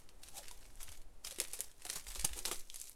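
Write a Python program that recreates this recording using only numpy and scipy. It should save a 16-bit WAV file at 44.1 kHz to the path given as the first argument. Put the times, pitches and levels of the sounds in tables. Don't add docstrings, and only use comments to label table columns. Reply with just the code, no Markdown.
import sys
import numpy as np
from scipy import signal
from scipy.fft import rfft, irfft
from scipy.io import wavfile
from scipy.ndimage import uniform_filter1d

SR = 44100
rng = np.random.default_rng(int(sys.argv[2]) if len(sys.argv) > 2 else 0)


def generate_wav(signal):
    frames = np.transpose(np.atleast_2d(signal))
    scaled = np.clip(frames, -1, 1) * 32767
    pcm = np.round(scaled).astype(np.int16)
    wavfile.write(sys.argv[1], SR, pcm)


N = 130095
GRAIN_HZ, TOP_HZ = 5750, 16050
# f/Hz, level/dB
FILM_COLOUR = [(350, 10), (800, 13), (1400, 6), (2300, 1), (4500, -0.5), (7000, 2), (9500, 4), (12000, 1.5),
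               (16000, -8.5)]


def amp(db):
    return 10 ** (np.asarray(db) / 20)


def unit(x):
    return x / np.sqrt(np.sum(x ** 2) + 1e-20)


def read(points, hz):
    f, value = np.transpose(points)
    return np.interp(np.log(hz + 1), np.log(f + 1), value)


def level(points):
    return amp(np.interp(np.arange(N) / SR, *np.transpose(points)))


def add(mix, s, sound):
    part = mix[max(round(s * SR), 0):][:len(sound)]
    part += sound[:len(part)]


def causal(db):
    log_gain = np.log(amp(np.r_[db, db[-2:0:-1]]))
    return np.fft.ifft(np.exp(np.conj(signal.hilbert(log_gain)))).real


def colour(x, points):
    return signal.oaconvolve(x, causal(read(points, np.fft.rfftfreq(2048, 1 / SR))))[:N]


def noise(points):
    gain = amp(read(points, np.fft.rfftfreq(N, 1 / SR)))
    return np.sqrt(N) * unit(irfft(rfft(rng.standard_normal(N)) * gain, N))


def rings(rows):
    out, t = np.zeros(N), np.arange(SR // 5) / SR
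    for s, db, hz, decay in rows:
        envelope = np.exp(-t / decay) * (1 - np.exp(-t * hz))
        add(out, s, amp(db) * unit(np.sin(2 * np.pi * hz * t) * envelope))
    return out


def room_tone():
    # f/Hz, level/dB
    hush_colour = [(30, 10.5), (160, -4.5), (350, -3), (800, -7.5), (1500, -15.5), (4000, -21),
                   (10000, -22.5), (16000, -33)]
    # t/s, level/dB
    hush_level = [(0, -64), (1.2, -66), (2.95, -70)]
    return level(hush_level) * noise(hush_colour)


def reflections(x, count=12, early_s=0.016, early_db=-17.5, tail_db=-11.5):
    # f/Hz, t60/s
    room_t60 = [(200, 0.51), (700, 0.12), (1800, 0.39), (4600, 0.18), (12000, 0.14), (16000, 0.27)]
    hz, t, spectra = signal.stft(rng.standard_normal(SR // 2), SR, nperseg=256)
    decay = amp(-60 * t / read(room_t60, hz)[:, None])
    tail = signal.istft(spectra * decay, SR, nperseg=256)[1]
    tail *= np.minimum(np.arange(len(tail)) / SR / 0.0047, 1)
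    early = np.zeros(len(tail))
    for s in rng.uniform(0.0019, early_s, count):
        add(early, s, rng.choice([-1, 1], 1) * np.exp(-s / early_s))
    return signal.fftconvolve(x, amp(tail_db) * unit(tail) + amp(early_db) * unit(early))[:N]


def room(x, count=3):
    turn = np.arange(N) / SR * 2 * np.pi
    fades = [np.cos(turn + np.pi * k / count) * np.sqrt(2 / count) for k in range(count)]
    return sum(reflections(x * fade) for fade in fades)


def stirred_air():
    # t/s, level/dB
    air_level = [(0, -56), (.7, -46), (.95, -45.5), (1.3, -51), (1.9, -53), (2.25, -43.5), (2.6, -48),
                 (2.95, -59.5)]
    # f/Hz, level/dB
    air_colour = [(10, 1), (25, -11.5), (50, -24.5), (90, -36.5), (200, -92), (16000, -110)]
    return level(air_level) * noise(air_colour)


def hand_bumps():
    # t/s, level/dB, f/Hz, decay/s
    bumps = [(0.885, -25.5, 81, 0.01), (2.07, -15.5, 37.4, 0.029), (2.18, -13.5, 48.6, 0.023),
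             (2.242, -17, 134, 0.0044), (2.3, -15, 51.3, .03)]
    return rings(bumps)


def bag_rub(width_hz=130):
    # t/s, f/Hz, level/dB
    glide = [(0.331, 849, -74), (0.353, 767.4, -61.5), (.388, 730, -61), (.412, 557, -65), (.44, 400, -78)]
    s, hz, db = np.transpose(glide)
    t = np.arange(N) / SR
    lowpass = signal.butter(2, width_hz / 2, fs=SR, output="sos")
    friction = signal.sosfilt(lowpass, rng.standard_normal(N) + 1j * rng.standard_normal(N))
    phase = 2 * np.pi * np.cumsum(np.interp(t, s, hz)) / SR
    note = (friction * np.exp(1j * phase)).real
    return np.sqrt(N) * unit(note) * amp(np.interp(t, s, db)) * (t > s[0]) * (t < s[-1])


def table_knocks(spots=4, split_hz=550):
    # t/s, low ring level/dB, high ring level/dB, contact/s
    landings = [(0.383, -40, -28.5, 0.0012), (1.414, -27, -30.5, 0.0027), (1.533, -32.5, -35, 0.004),
                (1.59, -27.5, -32, 0.011), (1.85, -34, -26.5, 0.0056), (2.151, -29.5, -44, 0.027),
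                (2.242, -23.5, -20, 0.0041), (2.357, -25, -34, 0.037), (2.454, -27, -27.5, 0.0029),
                (2.472, -24, -26.5, 0.016), (2.515, -28, -25, 0.012)]
    # f/Hz, level/dB, t60/s
    modes = [(255, -4, 0.022), (353, -1, 0.11), (474, 3, 0.039), (596, -2, 0.059), (780, 2.5, 0.057),
             (922, -1.5, 0.12), (1260, -23, 0.0047)]
    out, t = np.zeros(N), np.arange(SR // 10) / SR
    for s, low_db, high_db, contact in landings:
        push = rng.standard_normal(len(t)) * np.exp(-t / contact)
        detune = 2 ** (rng.uniform(-0.93, 1, (spots, 1)) / 2 / np.pi)
        for db, is_low in ((low_db, True), (high_db, False)):
            ring = np.zeros(len(t))
            for k, (hz, mode_db, t60) in enumerate(modes):
                if (hz < split_hz) == is_low:
                    tone = np.sin(2 * np.pi * hz * detune * t).sum(0)
                    ring += (-1) ** k * amp(mode_db - 60 * t / t60) * tone
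            add(out, s, amp(db) * unit(signal.fftconvolve(push, ring)))
    return out


def pop(hz, octaves, skirt_db=-18):
    away = np.log2((np.fft.rfftfreq(256, 1 / SR) + 1) / hz) / octaves
    return unit(causal(20 * np.log10(np.exp(-away ** 2 / 2) + amp(skirt_db))))


def flexing(x, depth_db=1.8):
    spectra = signal.stft(x, nperseg=256)[2]
    patches = uniform_filter1d(rng.standard_normal(spectra.shape), size=4, axis=0)
    patches = uniform_filter1d(patches, size=8, axis=1)
    gain = amp(depth_db * patches / patches.std())
    return np.sqrt(N) * unit(signal.istft(spectra * gain, nperseg=256)[1][:N])


def grains(per_s, spread_db, pitches=24, scatter_octaves=0.47):
    out, t = np.zeros(N), np.arange(300) / SR
    for offset in np.linspace(-1, 1, pitches) * np.sqrt(3):
        sizes = amp(spread_db * np.minimum(rng.exponential(1, N), 4)) * rng.choice([-1, 1], N)
        train = sizes * (rng.random(N) < per_s / pitches / SR)
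        shiver = 1.4 * unit(rng.standard_normal(len(t)) * np.exp(-t / 0.0035))
        shiver[0] += 1
        pulse = pop(GRAIN_HZ * 2 ** (offset * scatter_octaves), octaves=0.86)
        out += signal.oaconvolve(train, np.convolve(shiver, pulse))[:N]
    return np.sqrt(N) * unit(colour(out, FILM_COLOUR))


def film_crinkle(slide_db=-38.5, lift_s=2.6, body_hz=2900, lifted_body_db=-11):
    # t/s, level/dB
    bends = [(0, -64), (.07, -82), (.19, -79), (.27, -57.5), (.32, -73), (.45, -57), (.57, -64), (.79, -73),
             (.93, -56.5), (.99, -68), (1.05, -91), (1.23, -81), (1.26, -57), (1.32, -54), (1.36, -62.5),
             (1.44, -52.5), (1.50, -59.5), (1.58, -58), (1.66, -60), (1.73, -76.5), (1.81, -66.5),
             (1.87, -54.5), (1.94, -49), (2.055, -64), (2.08, -50), (2.14, -55), (2.21, -53), (2.43, -59.5),
             (2.6, -56.5), (2.63, -65), (2.69, -65), (2.76, -58), (2.87, -51.5), (2.95, -72)]
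    # peak t/s, level/dB, rise/s, fall/s
    crunches = [(0.384, -45.5, 0.025, 0.013), (0.81, -51.5, 0.0088, 0.023), (1.248, -47.5, 0.0039, 0.0056),
                (1.271, -46, 0.0076, 0.0031), (1.538, -46, 0.0048, 0.025), (1.959, -34.5, 0.0026, 0.011),
                (2.158, -44, .003, 0.017), (2.246, -28.5, 0.00091, 0.0045), (2.379, -45.5, 0.015, 0.013),
                (2.481, -41, 0.019, 0.015), (2.517, -40, 0.0026, 0.012), (2.528, -46.5, 0.0016, 0.023)]
    t, bending = np.arange(N) / SR, level(bends)
    grip = sum(amp(db) * np.exp(-np.maximum((s - t) / rise, (t - s) / fall))
               for s, db, rise, fall in crunches)
    hiss = signal.oaconvolve(rng.standard_normal(N), pop(GRAIN_HZ, octaves=1.63))
    slide = amp(slide_db) * np.sqrt(bending) * flexing(colour(hiss, FILM_COLOUR))
    crackle = bending * flexing(grains(per_s=800, spread_db=4.5))
    crunch = grip * flexing(grains(per_s=6000, spread_db=3))
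    film = slide + crackle + crunch
    body = signal.sosfiltfilt(signal.butter(2, body_hz, fs=SR, output="sos"), film)
    body_gain = level([(lift_s - .05, 0), (lift_s, lifted_body_db)])
    return film + body * (body_gain - 1)


def bag_pings():
    # t/s, level/dB, f/Hz, decay/s
    pings = [(0.511, -32.5, 970, 0.0041), (1.248, -21, 5200, 0.0016), (1.32, -31, 533, 0.0058),
             (1.385, -23, 377, 0.0034), (1.407, -21.5, 490, 0.0027), (1.45, -31, 2300, 0.0011),
             (2.249, -8, 9470, 0.0016), (2.513, -20, 1195, 0.0014), (2.513, -19, 378, 0.0035),
             (2.7006, -27, 3350, 0.00051)]
    return rings(pings)


def crease_snaps(panels=7, scatter_octaves=0.542, panel_decay_s=0.0022, flutter_s=0.0085):
    # t/s, relative level/dB, centre f/Hz, flutter trim/dB
    creases = [(0.0905, -30, 4500, -6.5), (0.2343, -35, 6280, 9), (0.286, -27.5, 6600, -3.5),
               (0.4825, -27.5, 5070, 2), (0.5122, -32, 6440, 5.5), (0.654, -39.5, 4840, 3),
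               (0.7558, -30.5, 8140, -17), (.805, -37.5, 2080, 1.5), (0.8304, -20.5, 9200, -1),
               (.882, -35.5, 2220, 2), (0.89, -40, 4900, 11.5), (0.9247, -38, 5150, 7.5),
               (1.017, -41, 6140, 3), (1.2486, -25, 5670, 4), (1.2719, -20.5, 5440, 1.5),
               (1.3098, -23.5, 7100, 1.5), (1.3608, -30.5, 4870, 0.5), (1.386, -32, 6330, 11),
               (1.4011, -8.5, 6240, -1.5), (1.402, -13.5, 10400, 0.5), (1.4159, -25, 7600, 8),
               (1.4408, -22.5, 7300, -5), (1.4499, -23, 3760, -14), (1.5335, -19.5, 10620, 4),
               (1.591, -31, 6760, 8.5), (1.6058, -8, 9840, -4), (1.715, -34.5, 6800, -2.5),
               (1.821, -30.5, 6300, -1), (1.8518, -19.5, 7130, -2), (1.866, -26.5, 6400, 3),
               (1.8993, -15, 7150, 0), (1.9015, -10, 4440, -13.5), (1.9301, -21, 6700, -3),
               (1.9975, -26, 6430, -2), (2.068, -33, 4830, 7), (2.1063, -27, 4570, -7),
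               (2.118, -26.5, 5940, 1), (2.1265, -29, 4200, -20), (2.1498, -26.5, 7600, 5),
               (2.1952, -24.5, 5060, 6.5), (2.1975, -15, 6030, -20), (2.2128, -16.5, 6900, -9),
               (2.2489, -4.5, 8240, -4), (2.2919, -31, 2670, -4), (2.3328, -25, 4020, 2.5),
               (2.38, -27, 8900, -1), (2.3904, -15.5, 6700, -3), (2.4532, -6.5, 4450, -9),
               (2.4579, -14.5, 7260, 2), (2.514, -17.5, 4300, 1.5), (2.7006, -20.5, 5700, -14.5),
               (2.743, -21, 7660, -2), (2.7592, -19.5, 7500, -2), (2.8001, -20, 9000, -10),
               (2.8154, -17, 8200, -5.5), (2.8412, -23.5, 7400, -17), (2.8961, -18.5, 11700, -19)]
    # f/Hz, level/dB
    snap_colour = [(100, -10.5), (400, 1.5), (1000, 1), (2200, 2), (4500, -3), (7000, -2.5), (9500, 2.5),
                   (12000, -1), (16000, -18)]
    out, t = np.zeros(N), np.arange(1200) / SR
    envelope = (1 - np.exp(-t / 0.00014)) * (np.exp(-t / flutter_s) + 1.6 * np.exp(-t / 0.00041))
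    for s, db, hz, flutter_db in creases:
        shiver = rng.standard_normal(len(t)) * rng.exponential(1, len(t)) ** .5 * envelope
        flutter = unit(np.convolve(shiver, pop(hz * 1.025, octaves=1.35))[:len(t)])
        panel_hz = np.minimum(hz * 2 ** (scatter_octaves * rng.standard_normal((panels, 1))), TOP_HZ)
        ring = unit(np.sin(2 * np.pi * panel_hz * t).sum(0) * np.exp(-t / panel_decay_s))
        add(out, s, amp(db - 4.5) * rng.choice([-1, 1]) * pop(hz, octaves=0.37))
        add(out, s, amp(db + 2.5 + flutter_db) * unit(flutter + amp(-3) * ring))
    return colour(out, snap_colour)


def scene():
    bags = crease_snaps() + bag_pings() + film_crinkle() + table_knocks() + bag_rub()
    return (bags + room(bags) + hand_bumps() + stirred_air() + room_tone())[None]


def record(dry):
    lowpass = signal.firwin(127, TOP_HZ, window=("kaiser", 9), fs=SR)
    return signal.oaconvolve(dry, lowpass[None], "same")


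dry = scene()
out = record(dry)
generate_wav(out)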